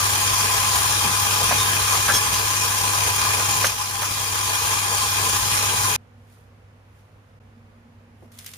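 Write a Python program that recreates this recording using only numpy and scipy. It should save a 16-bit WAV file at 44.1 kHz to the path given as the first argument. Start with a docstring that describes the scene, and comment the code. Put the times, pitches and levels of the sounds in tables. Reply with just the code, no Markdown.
"""In a kitchen, a stand mixer kneads dough in a steel bowl while small china dishes are stacked and set down.
Noise shaped by the housing makes its rattle; steady tones make its gear whine and mains hum. Dishes ring as fading
tones; knocks and scrapes are short puffs of noise. A cut leads to the quiet kitchen, two joined stretches of
room tone and an appliance's hum and drone, where a spoon and fork scrape dough off onto rustling baking paper."""
import sys
import numpy as np
from scipy import signal
from scipy.fft import rfft, irfft
from scipy.io import wavfile
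from scipy.ndimage import uniform_filter1d

SR = 44100
rng = np.random.default_rng(int(sys.argv[2]) if len(sys.argv) > 2 else 0)


def gain_from_decibels(decibels):
    """Convert decibel values to linear amplitude factors."""
    exponent = np.asarray(decibels, float) / 20
    return 10 ** exponent


def file_out(sig):
    """Save sig as 16-bit WAV at sys.argv[1]."""
    # one column per channel
    cols = np.atleast_2d(sig).T
    # limit, then scale
    lim = np.clip(cols, -1, 1)
    pcm = np.round(lim * 32767).astype(np.int16)
    wavfile.write(sys.argv[1], SR, pcm)


N = 377937  # samples

SHAFT_HZ, ORBIT_HZ, MAINS_HZ = 33.59, 1.3, 100.1
CUT_S, SPLICE_S = 5.9635, 7.396  # the mixer is cut off; a second cut joins two stretches of quiet kitchen

# Relative spectrum of the gear rattle [f/Hz, level/dB per Hz]
RATTLE_SPECTRUM = [(22, -63.5), (38, -28.5), (60, -5), (110, -12), (170, -16.5), (277, -18), (340, -16),
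                   (622, -16.5), (1020, -10.5), (1900, -11.5), (6720, -11), (10500, -12), (12000, -16),
                   (15400, -19)]
# Housing and bowl resonances, over the rattle [f/Hz, width/Hz, left level/dB, right level/dB]
HOUSING_MODES = [(128.8, 14, 4, 6), (194, 21, 1, 4.5), (327, 20, -4, 3), (452.5, 19.8, 5.5, 8),
                 (830, 33, -3, 8.5), (1024.3, 29.2, 16, 13), (1158, 30, 6.5, 4), (1217, 60, 6.5, 5),
                 (1457, 9.8, -9.5, 5.5), (1580, 22, 6.5, 9), (1690, 25, 11.5, 4.5), (1940, 46, 1.5, -1),
                 (2457, 45, 12, 5), (2750, 43, 5.5, 0), (3253, 66, 8, 4.5), (4160, 100, -9.5, 3.5),
                 (4810, 73, 7, 0.5), (5350, 80, 2, -7.5), (5490, 80, 6.5, 7), (6060, 50, 9, 7),
                 (6680, 71, 9.5, 7.5), (7120, 157, 7.5, -9), (9310, 81, 5, -6.5), (10250, 60, 8.5, 4.5),
                 (10740, 91, 9, 0.5), (14680, 180, 10.5, -3.5)]
# Mixer balance between the sides [f/Hz, left over right/dB]
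MIXER_BALANCE = [(300, 1.5), (3000, -1), (6000, -0.5), (9500, 4), (12000, -0.5)]
# How alike the two sides hear the mixer [f/Hz, likeness 0 to 1]
MIXER_LIKENESS = [(130, 1), (290, 0.71), (900, 0.85), (1300, 0.29), (1800, 0.32), (2300, 0.11), (7000, 0.1),
                  (12000, 0.073)]
# Pitches of the gear whine [multiple of the shaft speed]
WHINE_ORDERS = 20.7, 24, 25, 30, 31, 33.7, 50.3, 72, 73, 74, 94.6, 96
# Strength of each whine pitch within the mixer [level/dB]
WHINE_LEVELS = -31.5, -20.5, -16.5, -17, -21.5, -23.5, -22, -19.5, -29.5, -31.5, -23.5, -32
# Dips of the mixer's level after the loudest clinks; a negative depth is a rise [t/s, depth/dB]
MIXER_DIPS = [(2.14, 2), (3.645, 7), (4.03, -0.5)]
# Names of the china, in the order of the ringing tones below
PIECES = "first dish", "second dish", "third dish", "plate"
# Ringing tones of three dishes and a plate, one list each [f/Hz, relative level/dB, time to fade 60 dB/s]
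DISH_MODES = [
    [(3650, 0, .3), (3620, -8, .15), (5292, -9, .2), (5500, -8, .08)],
    [(3280, -5, .06), (3332, -3, .09), (5432, -2, .16), (5560, -5, .06), (6300, -2, .05), (6368, -1, .07),
     (7200, -8, .05), (8570, -4, .07), (9030, -6, .05), (9555, -6, .05), (10100, -8, .05)],
    [(3828, -22, .12), (5600, -5, .06), (5950, -5, .06), (6270, -3, .1), (6350, -6, .22), (9383, -2, .06),
     (10800, -10, .05)],
    [(600, -9, .08), (813, -7, .15), (950, -7, .1), (1174, -2, .07), (1350, -3, .07), (1453, -2, .09),
     (1580, -5, .07), (1707, -5, .11)],
]
# Blows on the china [t/s, piece, level/dB, hardness/dB per octave]
CLINKS = [(.29, "first dish", -34, 17), (.72, "first dish", -35.5, 20), (1.582, "first dish", -27.5, .1),
          (1.6, "first dish", -23.5, 1.5), (1.923, "third dish", -25.5, -5.5),
          (1.935, "third dish", -26.5, -3), (2.088, "plate", -19, 2.5), (2.1, "plate", -19.5, 6.5),
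          (2.139, "second dish", -21, -0.5), (2.147, "second dish", -20.5, 2),
          (2.156, "second dish", -23.5, -1.2), (2.166, "second dish", -21.5, 1.5),
          (2.332, "third dish", -25, -3), (2.342, "third dish", -23, -3), (3.65, "third dish", -21.5, 1.5),
          (3.668, "third dish", -20.5, 6), (4.02, "third dish", -27.5, 11.5), (4.023, "plate", -30, -3),
          (5.29, "third dish", -26, 15.5)]
# Dull knocks on counter and bowl [t/s, peak level/dB, f/Hz, time to fade 60 dB/s]
KNOCKS = [(1.04, -24.5, 169, 0.27), (1.405, -17.5, 600, 0.15), (1.507, -10.5, 910, 0.13),
          (1.52, -23.5, 250, .25), (2.079, -11, 1460, 0.14), (3.393, -18, 990, 0.14),
          (3.642, -7.5, 1160, 0.05), (4.019, -15.5, 1100, 0.15), (4.915, -23.5, 500, 0.15),
          (5.62, -22.5, 790, 0.15), (8.22, -39, 340, 0.17)]
# Cutlery scraping [t/s, peak level/dB, f/Hz, time to fade 60 dB/s]
SCRAPES = [(8.317, -45, 6350, .025), (8.342, -43, 10500, .02), (8.353, -46, 10000, .02),
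           (8.387, -28.5, 6500, 0.042), (8.4, -38, 4000, .03), (8.445, -26, 10000, .015),
           (8.462, -22.5, 7000, 0.045), (8.476, -33, 4960, .04), (8.515, -36, 6000, .02),
           (8.536, -27, 5000, 0.04)]
# Sleeve and paper rustles, before the kitchen's side balance [peak t/s, peak level/dB, 20 dB rise/s, 20 dB fall/s]
RUSTLES = [(6.33, -59.5, 0.16, .2), (7.0, -68, .3, .25), (7.3, -75, .2, .13), (8.24, -64, .1, .1),
           (8.319, -53.5, .004, .5), (8.395, -46.5, 0.055, .2), (8.468, -42, .04, .12),
           (8.57, -45.5, .15, .1)]
# Relative spectrum of rustling paper [f/Hz, level/dB per Hz]
PAPER_SPECTRUM = [(500, -33), (1200, -8.5), (3000, -5.5), (5750, -7), (10400, -5), (15400, -12.5)]
# Relative spectrum of the quiet room [f/Hz, level/dB per Hz]
ROOM_SPECTRUM = [(22, -65), (38, -25), (60, -9.5), (140, -15), (177, -20.5), (240, -19.5), (324, -27),
                 (767, -26), (1470, -30), (2600, -35.5), (3980, -43.5), (9000, -49.5), (15400, -56.5)]
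# How alike the two sides hear the room and the rustles [f/Hz, likeness 0 to 1]
ROOM_LIKENESS = [(130, 0.96), (290, 0.76), (450, 0.8), (700, 0.34), (1500, 0.19), (3000, .05)]
# Treble notches of the microphone port [f/Hz, width/Hz, level/dB]
MIC_NOTCHES = [(7870, 620, -3), (8020, 180, -10.5)]


def mixer():
    """Loose gears rattle, meshing gears whine and the motor iron hums, all sharing one level."""
    turns = np.cumsum(SHAFT_HZ * (1 + .0016 * drift(ms=100))) / SR  # the shaft speed wanders a little
    sound = gear_rattle(turns) + gear_whine(turns) + motor_hum()
    return gain_from_decibels(-19 + mixer_dips_db()) * sound


def gear_rattle(turns):
    """Loose gear teeth shake the housing, stronger and weaker in time with shaft and beater."""
    t = np.arange(N) / SR
    beater_db = 0.17 * np.sin(2 * np.pi * ORBIT_HZ * t + 1.3)
    shaft_db = 0.37 * np.sin(2 * np.pi * turns)
    load_db = beater_db + shaft_db + 0.41 * drift(ms=18)
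    chatter_db = 0.84 * drift(ms=3.8)  # uneven tooth blows
    blows = rng.standard_normal((2, N)) * gain_from_decibels(load_db + chatter_db)
    rattle = coloured(blows, RATTLE_SPECTRUM, MIXER_LIKENESS, 0.00022, HOUSING_MODES)
    hz = np.fft.rfftfreq(N, 1 / SR)
    balance_db = np.outer([.5, -.5], read(MIXER_BALANCE, hz))
    return irfft(rfft(rattle) * gain_from_decibels(balance_db), N)


def gear_whine(turns):
    """Meshing gears sing at multiples of the shaft speed, each tone wavering in level."""
    heard = turns - SHAFT_HZ * np.array([[0], [2.8e-4]])  # the right port hears it 0.28 ms later
    whine = np.zeros((2, N))
    for order, level_db in zip(WHINE_ORDERS, WHINE_LEVELS):
        own_waver = np.array([drift(ms=35), drift(ms=35)])
        waver_db = 3 * drift(ms=35) + 2.5 * own_waver  # part shared, part for each side
        whine += gain_from_decibels(level_db + waver_db) * np.sin(2 * np.pi * (order * heard + rng.random()))
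    return whine


def motor_hum():
    """Mains current makes the motor iron hum on one low tone."""
    t = np.arange(N) / SR
    return gain_from_decibels(-12 + 0.39 * drift(ms=35)) * np.sin(2 * np.pi * MAINS_HZ * t)


def mixer_dips_db():
    """Each dip in level falls fast, holds and creeps back."""
    fall_s, hold_s, return_s = 0.093, 0.042, 0.89
    s, depth_db = np.transpose(MIXER_DIPS)[..., None]
    since = np.arange(N) / SR - s
    fall = np.clip(since / fall_s, 0, 1)
    back = np.exp(-np.maximum(since - fall_s - hold_s, 0) / return_s)
    return -(depth_db * fall * back).sum(0)


def clinks():
    """Each blow rings the tones of its dish with a noisy tick; echoes off counter and walls roughen it."""
    out, t = np.zeros(N), np.arange(SR // 2) / SR
    for s, piece, level_db, hardness in CLINKS:
        hz, mode_db, t60 = np.transpose(DISH_MODES[PIECES.index(piece)])[..., None]
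        tilt_db = hardness * np.log2(hz / hz.mean())  # a harder blow favours the high tones
        tones = np.sin(2 * np.pi * (hz * t + rng.random(hz.shape)))
        ring = gain_from_decibels(mode_db + tilt_db - 60 * t / t60) * tones
        tick = 1.36 * rng.standard_normal(len(t)) * gain_from_decibels(-60 * t / 0.067)
        # Pieces with lower tones tick duller
        tick = signal.lfilter(*signal.butter(2, 2 * hz.mean(), fs=SR), tick)
        add(out, s, gain_from_decibels(level_db) * (ring.sum(0) + tick))
    return signal.oaconvolve(out[None], scattered_echoes(), axes=1)[:, :N]


def scattered_echoes():
    """The direct sound, then sparse random reflections that die away, different on each side."""
    t = np.arange(SR // 5) / SR
    present = rng.random((2, len(t))) < .04
    echoes = rng.standard_normal((2, len(t))) * present * gain_from_decibels(-60 * t / .12)
    echoes *= .55 / np.linalg.norm(echoes, axis=1, keepdims=True)
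    echoes[:, 0] = 1  # direct sound
    return echoes


def knocks():
    """Counter and bowl answer a bump with a dull, broad resonance."""
    return bursts(KNOCKS, breadth=1.185, same=0.58, rise_s=0.0033, grit_db=2.0)


def scrapes():
    """Spoon and fork rub in short, bright, gritty strokes."""
    return bursts(SCRAPES, breadth=2.1, same=0.39, rise_s=0.00054, grit_db=1.5)


def kitchen():
    """Rustles, appliance and room tone, slightly stronger on the right, in two stretches joined by a cut."""
    t = np.arange(N) / SR
    splice = 1 - 1.1 * np.exp(-((t - SPLICE_S) / 0.0056) ** 2)  # a very short dip in sound at the cut
    balance = gain_from_decibels([[-.7], [.7]])  # left, right
    return (rustles() + appliance_drone() + appliance_hum() + room_tone()) * balance * splice


def rustles():
    """Sleeve and paper crinkle: uneven noise that swells and falls away."""
    crinkle = rng.standard_normal((2, N)) * gain_from_decibels(2.0 * drift(ms=1.67))
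    return swells(RUSTLES) * coloured(crinkle, PAPER_SPECTRUM, ROOM_LIKENESS, -1.8e-4)


def appliance_drone():
    """A tone of wavering level, with its own pitch and level before and after the second cut."""
    t = np.arange(N) / SR
    late = (t > SPLICE_S).astype(int)  # picks the first or second value of each pair
    hz = np.take((239, 233), late)
    since = t - np.take((CUT_S, SPLICE_S), late)
    level_db = np.take((-59, -56.5), late) + np.take((-7.5, 0.5), late) * since  # start, then dB per second
    return gain_from_decibels(level_db + 4.5 * drift(ms=20)) * np.sin(2 * np.pi * np.cumsum(hz) / SR)


def appliance_hum():
    """An appliance hums on one low mains tone."""
    t = np.arange(N) / SR
    return gain_from_decibels(-50 + 0.8 * drift(ms=30)) * np.sin(2 * np.pi * MAINS_HZ * t)


def room_tone():
    """The quiet room is soft, mostly low noise with one resonance."""
    resonance = [(487, 50, 4.4, 8.1)]  # f/Hz, width/Hz, left level/dB, right level/dB
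    noise = rng.standard_normal((2, N))
    return gain_from_decibels(-53.5) * coloured(noise, ROOM_SPECTRUM, ROOM_LIKENESS, -0.0002, resonance, patchy_db=0.5)


def bursts(rows, breadth, same, rise_s, grit_db):
    """Short puffs of noise, each passed twice through one broad resonance."""
    out, t = np.zeros((2, N)), np.arange(SR // 4) / SR
    for s, peak_db, hz, t60 in rows:
        grains = rng.exponential(size=len(t) // 32 + 1).repeat(32)[:len(t)]  # uneven grains of 32 samples
        a, b = rng.standard_normal((2, len(t))) * gain_from_decibels(grit_db * grains)
        puff = np.array([a, same * a + np.sqrt(1 - same ** 2) * b])  # the right side shares part of the left
        band = signal.iirpeak(hz, 1 / breadth, SR)
        puff = signal.lfilter(*band, signal.lfilter(*band, puff))
        puff = puff * gain_from_decibels(-60 * t / t60) * np.minimum(t / rise_s, 1)
        add(out, s, gain_from_decibels(peak_db) * puff / abs(puff).max())
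    return out


def swells(rows):
    """Each row rises to its peak and falls away; their powers add."""
    s, peak_db, rise_s, fall_s = np.transpose(rows)[..., None]
    since = np.arange(N) / SR - s
    below_peak_db = 20 * np.maximum(since / fall_s, -since / rise_s)
    return np.sqrt((gain_from_decibels(peak_db - below_peak_db) ** 2).sum(0))


def coloured(drive, colour, same, lag_s, modes=(), patchy_db=1.5):
    """Two unrelated drives get a spectrum, resonances and drifting patches; the right shares part of the left."""
    hz, _, (a, b) = signal.stft(drive, SR, nperseg=2048, noverlap=1536)
    share = np.clip(read(same, hz), 0, 1)[:, None]
    late = np.exp(-2j * np.pi * hz * lag_s)[:, None]  # the right port hears it lag_s later
    z = np.array([a, share * late * a + np.sqrt(1 - share ** 2) * b])
    peaks_db = np.zeros((2, len(hz)))
    for f, width, *db in modes:
        bell = 1 / (1 + (2 * (hz - f) / width) ** 2)
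        extra_power = gain_from_decibels(np.array(db)) ** 2 - 1
        peaks_db += 10 * np.log10(1 + np.outer(extra_power, bell))
    # Patches of time and pitch grow stronger and weaker
    patches = rng.standard_normal(a.shape)
    patches = evened(uniform_filter1d(uniform_filter1d(patches, 20, 0), 6, 1))
    z = z * gain_from_decibels((read(colour, hz) + peaks_db)[..., None] + patchy_db * patches)
    return evened(signal.istft(z, SR, nperseg=2048, noverlap=1536)[1][:, :N])


def drift(ms):
    """Smooth random wandering of rms 1: noise averaged twice over ms milliseconds."""
    size = int(ms * SR / 1000)
    return evened(uniform_filter1d(uniform_filter1d(rng.standard_normal(N), size), size))


def evened(x):
    """Scales a sound to rms 1."""
    return x / np.sqrt(np.mean(x ** 2) + 1e-20)


def read(points, hz):
    """Reads a table at these frequencies, along a logarithmic frequency scale."""
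    f, value = np.transpose(points)
    return np.interp(np.log(hz + 1), np.log(f + 1), value)


def add(mix, s, sound):
    """Adds a sound into the mix from s seconds on, cut off at the end."""
    part = mix[..., round(s * SR):][..., :sound.shape[-1]]
    part += sound[..., :part.shape[-1]]


def scene():
    """Mixer and dishes up to the cut, then the quiet kitchen; knocks throughout, and scrapes near the end."""
    before = np.clip((CUT_S - np.arange(N) / SR) / 0.00086, 0, 1)  # a crossfade of under 1 ms
    return before * (mixer() + clinks()) + (1 - before) * kitchen() + knocks() + scrapes()


def band_limit(x):
    """A steep low-pass at the top of the band."""
    return signal.sosfilt(signal.butter(12, 16260, fs=SR, output="sos"), x)


def record(dry):
    """The microphone port has a notch in the treble and a steep top edge."""
    hz = np.fft.rfftfreq(N, 1 / SR)
    port_db = sum(db / (1 + (2 * (hz - f) / width) ** 2) for f, width, db in MIC_NOTCHES)
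    edge = np.clip((15500 - hz) / 150, 0, 1)  # silent above 15500 Hz
    mix = irfft(rfft(dry) * gain_from_decibels(port_db) * edge, N)
    return band_limit(mix)


dry = scene()
out = record(dry)
file_out(out)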